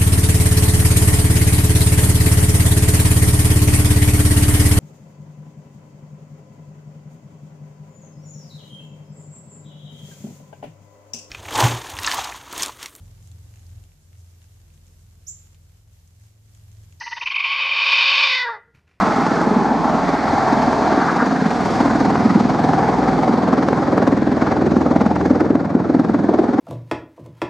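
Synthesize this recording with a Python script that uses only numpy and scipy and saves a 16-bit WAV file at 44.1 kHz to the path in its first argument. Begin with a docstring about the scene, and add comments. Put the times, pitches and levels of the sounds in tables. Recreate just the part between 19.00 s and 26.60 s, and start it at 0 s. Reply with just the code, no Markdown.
"""Blade slaps and sharp cracks ride on a throbbing whoosh: a tiltrotor with its rotors turned up crosses
low over a city street and slowly draws away. Slaps are short rows of pressure swings, cracks are single
spikes with crackle; the whoosh is banded noise that throbs at the blade rate, from thump up to turbine hiss.
Under them lie a brief rough surge and a low blade hum of sine tones; a house front and the ground send
echoes, and a small microphone clips the highest peaks."""
import sys
import numpy as np
from scipy import signal
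from scipy.fft import irfft, next_fast_len
from scipy.io import wavfile
from scipy.ndimage import uniform_filter1d

SR = 44100
rng = np.random.default_rng(int(sys.argv[2]) if len(sys.argv) > 2 else 0)


def store_pcm(level_fs):
    """Save levels as 16-bit WAV."""
    pcm = np.round(np.clip(level_fs, -1, 1) * 32767).astype(np.int16)
    wavfile.write(sys.argv[1], SR, np.atleast_2d(pcm).T)


N = 335160
BLADE_HZ = 20.28
PAD = 4096  # spare samples at each end of a track of short sounds

# How the blade beat wanders. Each row: time in seconds, lag in blade periods, throb of the swish in dB
# (the hiss takes a share of it).
BLADE_BEAT = [(0, 0.41, 1.5), (.6, 0.42, 0.2), (1, 0.13, 1.5), (1.8, 0.016, 1), (2.6, -0.034, 2),
              (3.4, 0.043, 2.5), (3.8, -.12, 2), (5, -0.021, 3.5), (6.2, -0.018, 5), (7.6, -0.065, 4)]


def slaps():
    """A blade cuts a short row of vortices: a few pressure swings with sharper crests than troughs."""
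    # Each row: time of the highest crest in seconds, peak in dB before the 6.5 dB trim, pitch in Hz.
    loud_slaps = [(0.032, -5, 240), (0.1136, -10, 257), (0.165, -4.5, 247), (0.3182, -4.5, 262),
                  (0.373, -2.5, 216), (0.414, -7, 260), (0.4739, 0, 232), (0.514, -1.5, 247),
                  (0.5684, -0.5, 235), (0.6238, -6, 288), (0.7199, -6, 253), (0.7716, -8, 261),
                  (0.813, -11, 279), (0.9505, -3, 231), (1.135, -10, 267), (1.5289, -0.5, 269),
                  (1.5732, -5, 277), (1.6313, -7, 250), (1.68, -2, 255), (1.877, -10, 271),
                  (1.943, -5, 290), (1.9791, 0.5, 290), (2.1273, -5, 300), (2.2247, -3.5, 249),
                  (2.328, -2, 268), (2.423, 1, 223), (2.462, -2.5, 211), (2.6102, -13, 245),
                  (2.658, -5, 215), (2.811, 1.5, 255), (2.8589, 3.5, 273), (2.956, -3.5, 302),
                  (3.016, -3, 240), (3.261, 0, 241), (3.3125, -1.5, 220), (3.3599, 4, 220),
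                  (3.4099, -1.5, 226), (3.4545, -3, 249), (3.5151, -5, 233), (3.645, -3, 246),
                  (3.828, -7, 259), (3.898, -2, 248), (3.9885, -2.5, 269), (4.0284, -2, 274),
                  (4.191, -2, 300), (4.295, 2, 258), (4.3402, 2, 228), (4.3856, -1.5, 248),
                  (4.4364, -5, 266), (4.489, -5, 253), (4.534, 0, 250), (4.5883, 0, 288), (4.6375, -2, 264),
                  (4.685, -0.5, 265), (4.7854, -6, 249), (4.8312, -7, 259), (4.886, -2, 304),
                  (4.9315, -1, 285), (4.982, 0.5, 287), (5.079, 3, 268), (5.1289, 3.5, 264),
                  (5.175, -2, 255), (5.2252, -1, 270), (5.275, -1, 277), (5.326, -8, 281), (5.374, -4, 292),
                  (5.425, -2.5, 310), (5.541, -5, 274), (5.5951, -6, 284), (5.647, -5, 333),
                  (5.7211, -0.5, 260), (5.7673, -0.5, 250), (5.8171, -1, 305), (5.8644, -1.5, 267),
                  (5.9137, 1, 256), (5.9638, 2.5, 260), (6.0176, 3, 241), (6.0666, 1.5, 233),
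                  (6.1156, -5, 243), (6.1655, -5.5, 275), (6.2188, -3.5, 318), (6.262, -1.5, 322),
                  (6.311, 6.5, 275), (6.36, -1, 280), (6.4132, 0, 283), (6.4627, 1, 280), (6.5078, 4, 270),
                  (6.556, 2, 267), (6.6118, -1, 253), (6.7532, 5, 250), (6.899, -1, 274), (6.9488, 3, 278),
                  (6.9985, 2.5, 270), (7.053, 0.5, 267), (7.099, 0, 274), (7.147, 1, 292),
                  (7.2448, -2, 282), (7.2934, 4, 330), (7.344, -1.5, 294), (7.3963, 2, 316),
                  (7.4427, -3, 283), (7.493, -3, 284), (7.543, -0.5, 280), (7.592, 1, 270)]
    loud = np.array(loud_slaps, float)
    # the quieter slaps fall on the blade beat wherever no loud one does, and grow by 1 dB per s
    s, chance = beats_between(loud)
    small_db = np.minimum(-12.5 + 1.0 * s + 2.8 * chance[1], -5)
    small_hz = 265 * (1 + 0.1 * chance[2])
    small = np.column_stack([s + 0.0013 * chance[0], small_db, small_hz])
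    first = np.vstack([loud, small])

    # a weaker vortex cut trails each slap by about 21 ms
    chance = rng.standard_normal((len(first), 3)).T
    trail_s = first[:, 0] + np.clip(.021 + .005 * chance[0], .006, .04)
    trail_db = first[:, 1] - 11.5 + 3.5 * chance[1]
    trail_hz = first[:, 2] * (1.147 + 0.18 * chance[2])
    trail = np.column_stack([trail_s, trail_db, trail_hz])

    t = np.arange(-2048, 2048) / SR
    env = np.where(t < 0, np.exp(-(t / 0.0043) ** 2), np.exp(-(np.abs(t) / 0.0052) ** 1.5))
    track = np.zeros(N + 2 * PAD)
    for s, db, hz in np.vstack([first, trail]):
        turn = 2 * np.pi * hz * t
        # the octave, strongest at the middle, sharpens the crests
        crest = .28 * env * np.cos(2 * turn + 1.16 * rng.standard_normal())
        add(track, s, undb(db - 6.5) * env * (np.cos(turn) + crest))
    return band(track, 90, 4000)[PAD:PAD + N]


def cracks():
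    """A close vortex cut: one steep pressure spike in a short spray of crackle, with a tick and a puff of hiss."""
    # Each row: time in seconds, peak in dB and tick in dB, both before the filters and trims below.
    loud_cracks = [(0.071, -12, -54), (0.17, -11, -54), (0.216, -18, -51), (0.266, 7, -43), (0.316, 4, -50),
                   (0.4155, 4, -47), (0.753, 3, -66), (0.9453, 4.5, -70), (1.7307, 4, -43), (2.164, 4, -70),
                   (2.227, 8.5, -54), (2.808, -5, -70), (2.8578, 2, -50), (2.9089, -3, -58),
                   (3.054, -6, -53), (3.1563, 8.5, -70), (3.7356, 7.5, -49), (3.829, 2, -68),
                   (4.024, -1, -61), (4.1887, -4, -60), (4.279, 5.5, -56), (4.4893, -15, -54),
                   (4.5387, 3, -48), (4.687, 9, -42), (4.731, 7, -87), (4.980, 8, -46), (4.984, 4, -50),
                   (5.029, 0, -50), (5.076, 5, -40), (5.128, -3, -53), (5.475, -0.5, -67), (5.7677, 4, -52),
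                   (5.9654, 1, -60), (6.016, 1, -49), (6.0652, 3, -48), (6.164, 2.5, -68),
                   (6.2128, 1.5, -70), (6.2588, -16, -62), (6.407, 4.5, -47.5), (6.555, 3.5, -49),
                   (6.9472, -13, -55), (6.998, -3, -49), (7.049, -2, -52), (7.1455, 0, -61),
                   (7.2938, -10, -60), (7.391, -4, -54), (7.542, -8, -57)]
    # the quieter cracks fall on the free blade beats and fade by 0.7 dB per s
    s, chance = beats_between(np.array(loud_cracks))
    small_s = s - .002 + 0.0031 * chance[0]
    small_db = -16 - 0.7 * s + 2.5 * chance[1]
    small_tick_db = -67 + 5 * chance[2]
    small = np.column_stack([small_s, small_db, small_tick_db])

    t = np.arange(-512, 512) / SR
    spike = (1 - (t / 0.00036) ** 2) * np.exp(-(t / 0.00024) ** 2 / 2)
    spray = np.exp(np.where(t < 0, t / 0.0014, -t / 0.004))
    tick_env, puff_env = np.exp(-np.abs(t) / 0.003), np.exp(-(t / 0.0052) ** 2)
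    body, tick, puff = np.zeros((3, N + 2 * PAD))
    for s, db, tick_db in np.vstack([loud_cracks, small]):
        noise = rng.standard_normal(len(t))
        grains = np.repeat(rng.exponential(size=32), 32)  # uneven steps make the tick crackle
        add(body, s, undb(db) * (.7 * spike + 0.19 * spray * noise))
        add(tick, s, undb(tick_db) * tick_env * noise * grains)
        add(puff, s, undb(tick_db + 11) * puff_env * noise[::-1])

    # the body is filtered forwards, then backwards
    body = band(band(body, 250, 2260)[::-1], 180, 2260)[::-1]
    tick = band(tick, 2500, 12000)
    out = band(puff, 3000, 6100) + undb(-5.0) * body + undb(-5.0) * tick
    return out[PAD:PAD + N]


def whoosh():
    """Third-octave bands of noise: the low ones throb with the thump, the high ones with the hiss."""
    # Noise as heard while the aircraft draws away. Each row: time in seconds, then the level of thump, body,
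    # roar, rasp and hiss in dB before the make-up gain.
    zone_levels = [(0.0, -21.5, -24.5, -17.5, -23, -39), (0.24, -20, -27.5, -21.5, -25.5, -40),
                   (0.48, -23.5, -21, -24.5, -27.5, -42), (0.71, -19.5, -28.5, -20, -29, -45),
                   (0.95, -21.5, -26, -19.5, -27, -42.0), (1.19, -24.0, -26.5, -21, -27, -41.0),
                   (1.42, -23.5, -23, -19, -26.5, -40.5), (1.66, -21.5, -26.5, -18, -27, -40.0),
                   (1.9, -21, -24.5, -20.5, -25, -41), (2.14, -20, -27.5, -22, -30, -41),
                   (2.38, -20, -30, -23.5, -28, -43), (2.58, -23.5, -24, -25.5, -27, -40),
                   (2.76, -20, -25, -22, -26.5, -38), (2.85, -19.5, -26.0, -23.5, -28, -40),
                   (3.09, -19, -23, -23.0, -28, -42), (3.32, -16, -27, -26.5, -27.5, -42.5),
                   (3.56, -21, -25, -23.0, -28.5, -43.5), (3.8, -23, -22.5, -23.5, -28.5, -43),
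                   (4.04, -21.5, -22.5, -22, -28.5, -43), (4.27, -20, -24.5, -22.0, -29.5, -43.5),
                   (4.51, -21.5, -23.5, -24.5, -30, -46.5), (4.75, -19, -24.5, -23.5, -30, -45.5),
                   (4.99, -20.5, -19.5, -23.5, -28.5, -46.5), (5.22, -18, -24.5, -30.5, -32.5, -48.5),
                   (5.46, -21, -22.5, -25, -30.5, -45.5), (5.7, -16.5, -20, -30, -32, -48),
                   (5.94, -22.5, -25, -24, -30.5, -48), (6.18, -20, -26, -28.5, -33.5, -47.5),
                   (6.41, -19.5, -20.5, -30.5, -32, -50.5), (6.65, -25, -31, -31, -37, -54),
                   (6.89, -19.5, -24, -31, -35.5, -52.5), (7.12, -17.5, -29.5, -31, -34.5, -51.5),
                   (7.36, -19, -24.5, -29.5, -34.5, -51.5), (7.6, -18, -25, -29, -33.5, -50)]
    # Centres of thump, body, roar, rasp and hiss in Hz.
    zone_centres = [230, 450, 780, 1400, 5000]
    # Whoosh and turbine noise about the level of each zone. 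Each row: frequency in Hz, level in dB per Hz.
    air_tone = [(30, -48.5), (60, -28.5), (125, -18), (170, -4.5), (240, -1.5), (400, -3), (620, -5.5),
                (760, -1), (900, -5), (1150, -7), (1500, -8.5), (2200, -13.5), (2800, -21), (4600, -12.5),
                (6500, -18), (10000, -36), (12500, -44.5), (15500, -74)]
    # Stereo picture. Each row: frequency in Hz, left minus right in dB, unrelated part in dB at the start,
    # its drift in dB per second.
    stereo = [(30, -1, -12, 0), (60, -5, -9, 1), (125, -4, -11, -1), (250, -2.5, -17, -0.47),
              (500, -1.8, -15, 0.36), (800, 0.5, -18.5, 0.8), (1500, -0.5, -14, 0.76),
              (4000, -1.5, -14.5, 1), (8000, -1.5, -20, 0), (12000, -1, -16.5, 1.5)]
    # The wake repeats from blade to blade. Each row: frequency in Hz, share carried over (0-1).
    wake_repeat = [(60, 0.02), (185, 0.48), (260, 0.72), (400, 0.34), (700, 0.17)]
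    # Where the noise sits: the centres of thump and roar wander unevenly. Each row: time in seconds,
    # thump in Hz, roar in Hz.
    wandering_centres = [(0.0, 244, 924), (0.67, 250, 770), (1.08, 226, 730), (1.18, 268, 746),
                         (2.69, 244, 750), (2.88, 260, 740), (3.53, 224, 716), (3.6, 261, 720),
                         (4.8, 251, 770), (4.87, 302, 745), (5.04, 255, 680), (5.21, 272, 780),
                         (5.69, 277, 706), (6.1, 235, 702), (6.24, 288, 750), (6.67, 253, 750),
                         (7.37, 295, 686), (7.6, 268, 753)]
    usual_hz, repeat_hz = (255, 750), 20.22  # usual thump and roar; rate of the wake

    zones_db = curves(zone_levels)
    lag, throb_db = curves(BLADE_BEAT)
    thump, thump_size = throb(lag, 0.18, 0.71)
    swish, swish_size = throb(lag - 0.061, 0.4, 2.13)
    gust = walk(6.3)
    thump_shift, roar_shift = (np.log(c / usual) for c, usual in zip(curves(wandering_centres), usual_hz))
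    size = next_fast_len(N)
    hz = np.maximum(np.arange(size // 2 + 1) * SR / size, 1)
    # each blade meets much the same wake as the last, which gathers the low noise on multiples of the rate
    share = np.clip(at_hz(wake_repeat, hz), 0, .9)
    comb = np.sqrt(1 - share ** 2) / np.abs(1 - share * np.exp(2j * np.pi * hz / repeat_hz))

    out = np.zeros((2, N))
    for centre in 25 * 2 ** (np.arange(29) / 3):
        # one band of random-phase noise, as a middle and an unrelated side
        shape = np.cos(np.pi / 2 * np.clip(3 * np.log2(hz / centre), -1, 1)) * undb(at_hz(air_tone, hz))
        used = np.flatnonzero(shape > 1e-9)
        spec = np.zeros((2, len(hz)), complex)
        spec[:, used] = (shape * comb)[used] * np.exp(2j * np.pi * rng.random((2, len(used))))
        mid, side = irfft(spec, size)[:, :N] * np.sqrt(size)

        # level blended from the two nearest zones
        place = np.interp(np.log(centre), np.log(zone_centres), np.arange(5))
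        db = sum(max(1 - abs(place - k), 0) * zone for k, zone in enumerate(zones_db))
        # slide the tone curve with the thump (reach -1) or the roar (reach 1)
        reach = np.interp(np.log(centre), np.log([80, 140, 420, 600, 1300, 2000]), [0, -1, -1, 1, 1, 0])
        shift = max(-reach, 0) * thump_shift + max(reach, 0) * roar_shift
        db = db + at_hz(air_tone, centre / np.exp(shift)) - at_hz(air_tone, centre)

        # throb: shares of the band that lie above the thump and in the hiss
        up = np.clip(np.log2(centre / 330), 0, 1)
        top = np.clip(np.log2(centre / 1900) * 2.7, 0, 1)
        low_throb = drift(2, 0.17) * thump + 0.56 * thump_size
        depth_db = np.abs(throb_db) * (1 - top + top * 0.69)
        high_throb = depth_db * (swish + 0.2 * swish_size) + 0.77 * swish_size
        db = db + (1 - up) * low_throb + up * high_throb

        # unsteadiness: gusts shared by all bands, then slow and fast patches of this band alone
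        patches = 1.1 * up * (1 - top) * walk(6)
        flutter = (0.5 + 0.74 * up - 0.46 * top) * walk(12)
        db = db + 0.2 * gust + patches + flutter

        side = side * undb(drift(at_hz(stereo, centre, order=2), at_hz(stereo, centre, order=3)))
        lean = at_hz(stereo, centre) / 2
        out += undb(db) * np.array([undb(lean) * (mid + side), undb(-lean) * (mid - side)])
    return out * undb(22.5)  # make-up gain


def surge():
    """A short swell of fluttering mid noise that stops quickly."""
    # A rough surge in the roar: start and end in seconds, low and high edge in Hz, middle level in dB.
    rough_surge = (2.0, 2.24, 900, 1750, -24.5)
    start, end, lo_hz, hi_hz, db = rough_surge
    env = np.interp(np.arange(N) / SR, [start - .04, start, end - .02, end + .03], [0, 1, 1, 0])
    noise = band(band(rng.standard_normal(N), lo_hz, hi_hz), lo_hz, hi_hz)
    return undb(db + 4.1 * walk(38.5)) * env * noise / noise.std()


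def hum():
    """Low multiples of the blade rate, as sine tones that swell and sink as the two rotors beat."""
    # Each row: frequency in Hz, level in dB above its curve, which of the level curves it follows.
    hum_tones = [(40.7, 0, 0), (61, 0, 1), (81.4, 0, 2), (101.2, -13, 3), (121.7, -9, 3), (141.5, -10, 3),
                 (161.5, -6, 3), (182.5, -7, 3)]
    # Each row: time in seconds, then the curve in dB of the second, third and fourth multiple, and the one
    # the higher multiples share.
    hum_curves = [(0.0, -52, -60, -47, -30), (0.49, -48, -50, -49, -37), (1.25, -46, -43, -49, -32.5),
                  (1.31, -43, -41, -35, -30), (1.46, -44, -54, -53, -29.5), (1.67, -43, -40, -41, -30),
                  (2.31, -51, -62, -44, -38), (2.56, -50, -42, -50, -34), (2.64, -47, -47, -43, -25),
                  (2.94, -46, -38, -41, -31.5), (3.3, -58, -50, -41, -27), (3.51, -59, -40, -53, -29),
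                  (3.62, -50, -49, -36, -23), (3.81, -52, -38, -40, -24.5), (4.13, -51, -37, -52, -25),
                  (4.4, -63, -51, -37, -28.5), (4.64, -58, -46, -43.5, -25.5), (5.84, -53, -44.5, -31, -27),
                  (6.96, -69, -57.5, -41, -30), (7.6, -63, -49, -42, -34)]
    waver_db, waver_per_s, slip_rad, lead_rad = 1.6, 5, 1.1, 0.21
    t = np.arange(N) / SR
    levels_db = curves(hum_curves)
    out = np.zeros((2, N))
    for hz, db, column in hum_tones:
        higher = column == 3  # the higher multiples waver twice as much and slip in phase
        level_db = db + levels_db[column] + waver_db * (1 + higher) * walk(waver_per_s)
        slip = slip_rad * higher * walk(waver_per_s)
        lead = lead_rad * rng.standard_normal() * np.array([[.5], [-.5]])  # left against right
        out += np.sqrt(2) * undb(level_db) * np.sin(2 * np.pi * (hz * t + rng.random()) + slip + lead)
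    return out


def house_front(beats):
    """A house front to one side returns the slaps 19 ms later, faint and opposite in the two channels."""
    return np.roll(beats, int(0.019 * SR)) * undb(-26.5) * np.array([[1], [-1]])


def dip(x):
    """A hollow between thump and roar that fills as the aircraft draws away."""
    centre_hz, width_hz = 506, 110
    share = np.clip(drift(0.55, -0.086), 0, 1)
    return x - share * signal.lfilter(*signal.iirpeak(centre_hz, centre_hz / width_hz, fs=SR), x)


def ground(x):
    """Direct sound plus a duller echo whose delay shrinks as the aircraft sinks towards the skyline."""
    delay_ms, strength = drift(4.643, -0.19), drift(0.23, -0.031)
    place = np.arange(N) - delay_ms * SR / 1000
    echo = np.array([np.interp(place, np.arange(N), c) for c in x])
    echo = signal.sosfilt(signal.butter(1, 2500, fs=SR, output="sos"), echo)
    return (x + np.clip(strength, 0, 1) * echo) / np.sqrt(1 + strength ** 2)


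def throb(lag, rise, sharp):
    """Swell (-1 to 1) as each blade sweeps towards the listener, rising over a share of the period; its random size."""
    turns = BLADE_HZ * np.arange(N) / SR - lag + rise
    size = rng.standard_normal(int(BLADE_HZ * N / SR) + 4)[np.floor(turns).astype(int) + 1]
    part = turns % 1
    ramp = np.where(part < rise, part / rise, (1 - part) / (1 - rise))
    peak = np.sin(np.pi / 2 * ramp) ** (2 * sharp)
    return 2 * peak - 1, size * peak


def beats_between(loud):
    """Times of the blade beat wherever no loud event lies, with three chance values each."""
    s = np.arange(1, int(BLADE_HZ * N / SR)) / BLADE_HZ
    s = s + curves(BLADE_BEAT)[0][(s * SR).astype(int)] / BLADE_HZ
    free = np.abs(s[:, None] - loud[:, 0]).min(axis=1) > .015
    return s[free], rng.standard_normal((len(s), 3))[free].T


def add(track, s, shape):
    """Lay a short sound on a padded track with its middle at s."""
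    i = int(s * SR) + PAD - len(shape) // 2
    track[i:i + len(shape)] += shape


def undb(db):
    """Decibels to an amplitude factor."""
    return 10 ** (np.asarray(db) / 20)


def curves(table):
    """Columns of a table after its times, one value a sample."""
    s, *columns = np.transpose(table)
    return [np.interp(np.arange(N) / SR, s, c) for c in columns]


def at_hz(table, hz, order=1):
    """One column of a table, read between its rows on a logarithmic frequency scale."""
    rows = np.array(table, float)
    return np.interp(np.log(hz), np.log(rows[:, 0]), rows[:, order])


def drift(start, per_s):
    """A value that changes steadily, one a sample."""
    return start + per_s * np.arange(N) / SR


def walk(rate):
    """Random levels held 1 / rate s and smoothed twice; spread near 1."""
    k = int(SR / rate)
    held = np.repeat(rng.standard_normal(N // k + 1), k)
    return 1.18 * uniform_filter1d(uniform_filter1d(held, k), k)[:N]


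def band(x, lo_hz, hi_hz):
    """Keep what lies between two frequencies."""
    edges = [lo_hz, min(hi_hz, .45 * SR)]
    return signal.sosfilt(signal.butter(2, edges, "bandpass", fs=SR, output="sos"), x)


def scene():
    """Whoosh, surge and slaps pass the ground echo, the hum joins, and the whole leans slowly to the left."""
    beats = slaps() + cracks()
    air = ground(dip(whoosh()) + surge() + beats + house_front(beats))
    air = air + hum() * undb([[-1.2], [1.2]])
    pan_db = drift(0.3, 0.14)  # left minus right
    return air * undb(np.array([pan_db, -pan_db]) / 2)


def record(dry):
    """The small microphone clips at full scale, and a steep low-pass cuts the top above 15.7 kHz."""
    return signal.sosfilt(signal.ellip(8, .2, 70, 15700, fs=SR, output="sos"), np.clip(dry, -1, 1))


dry = scene()
out = record(dry)
store_pcm(out)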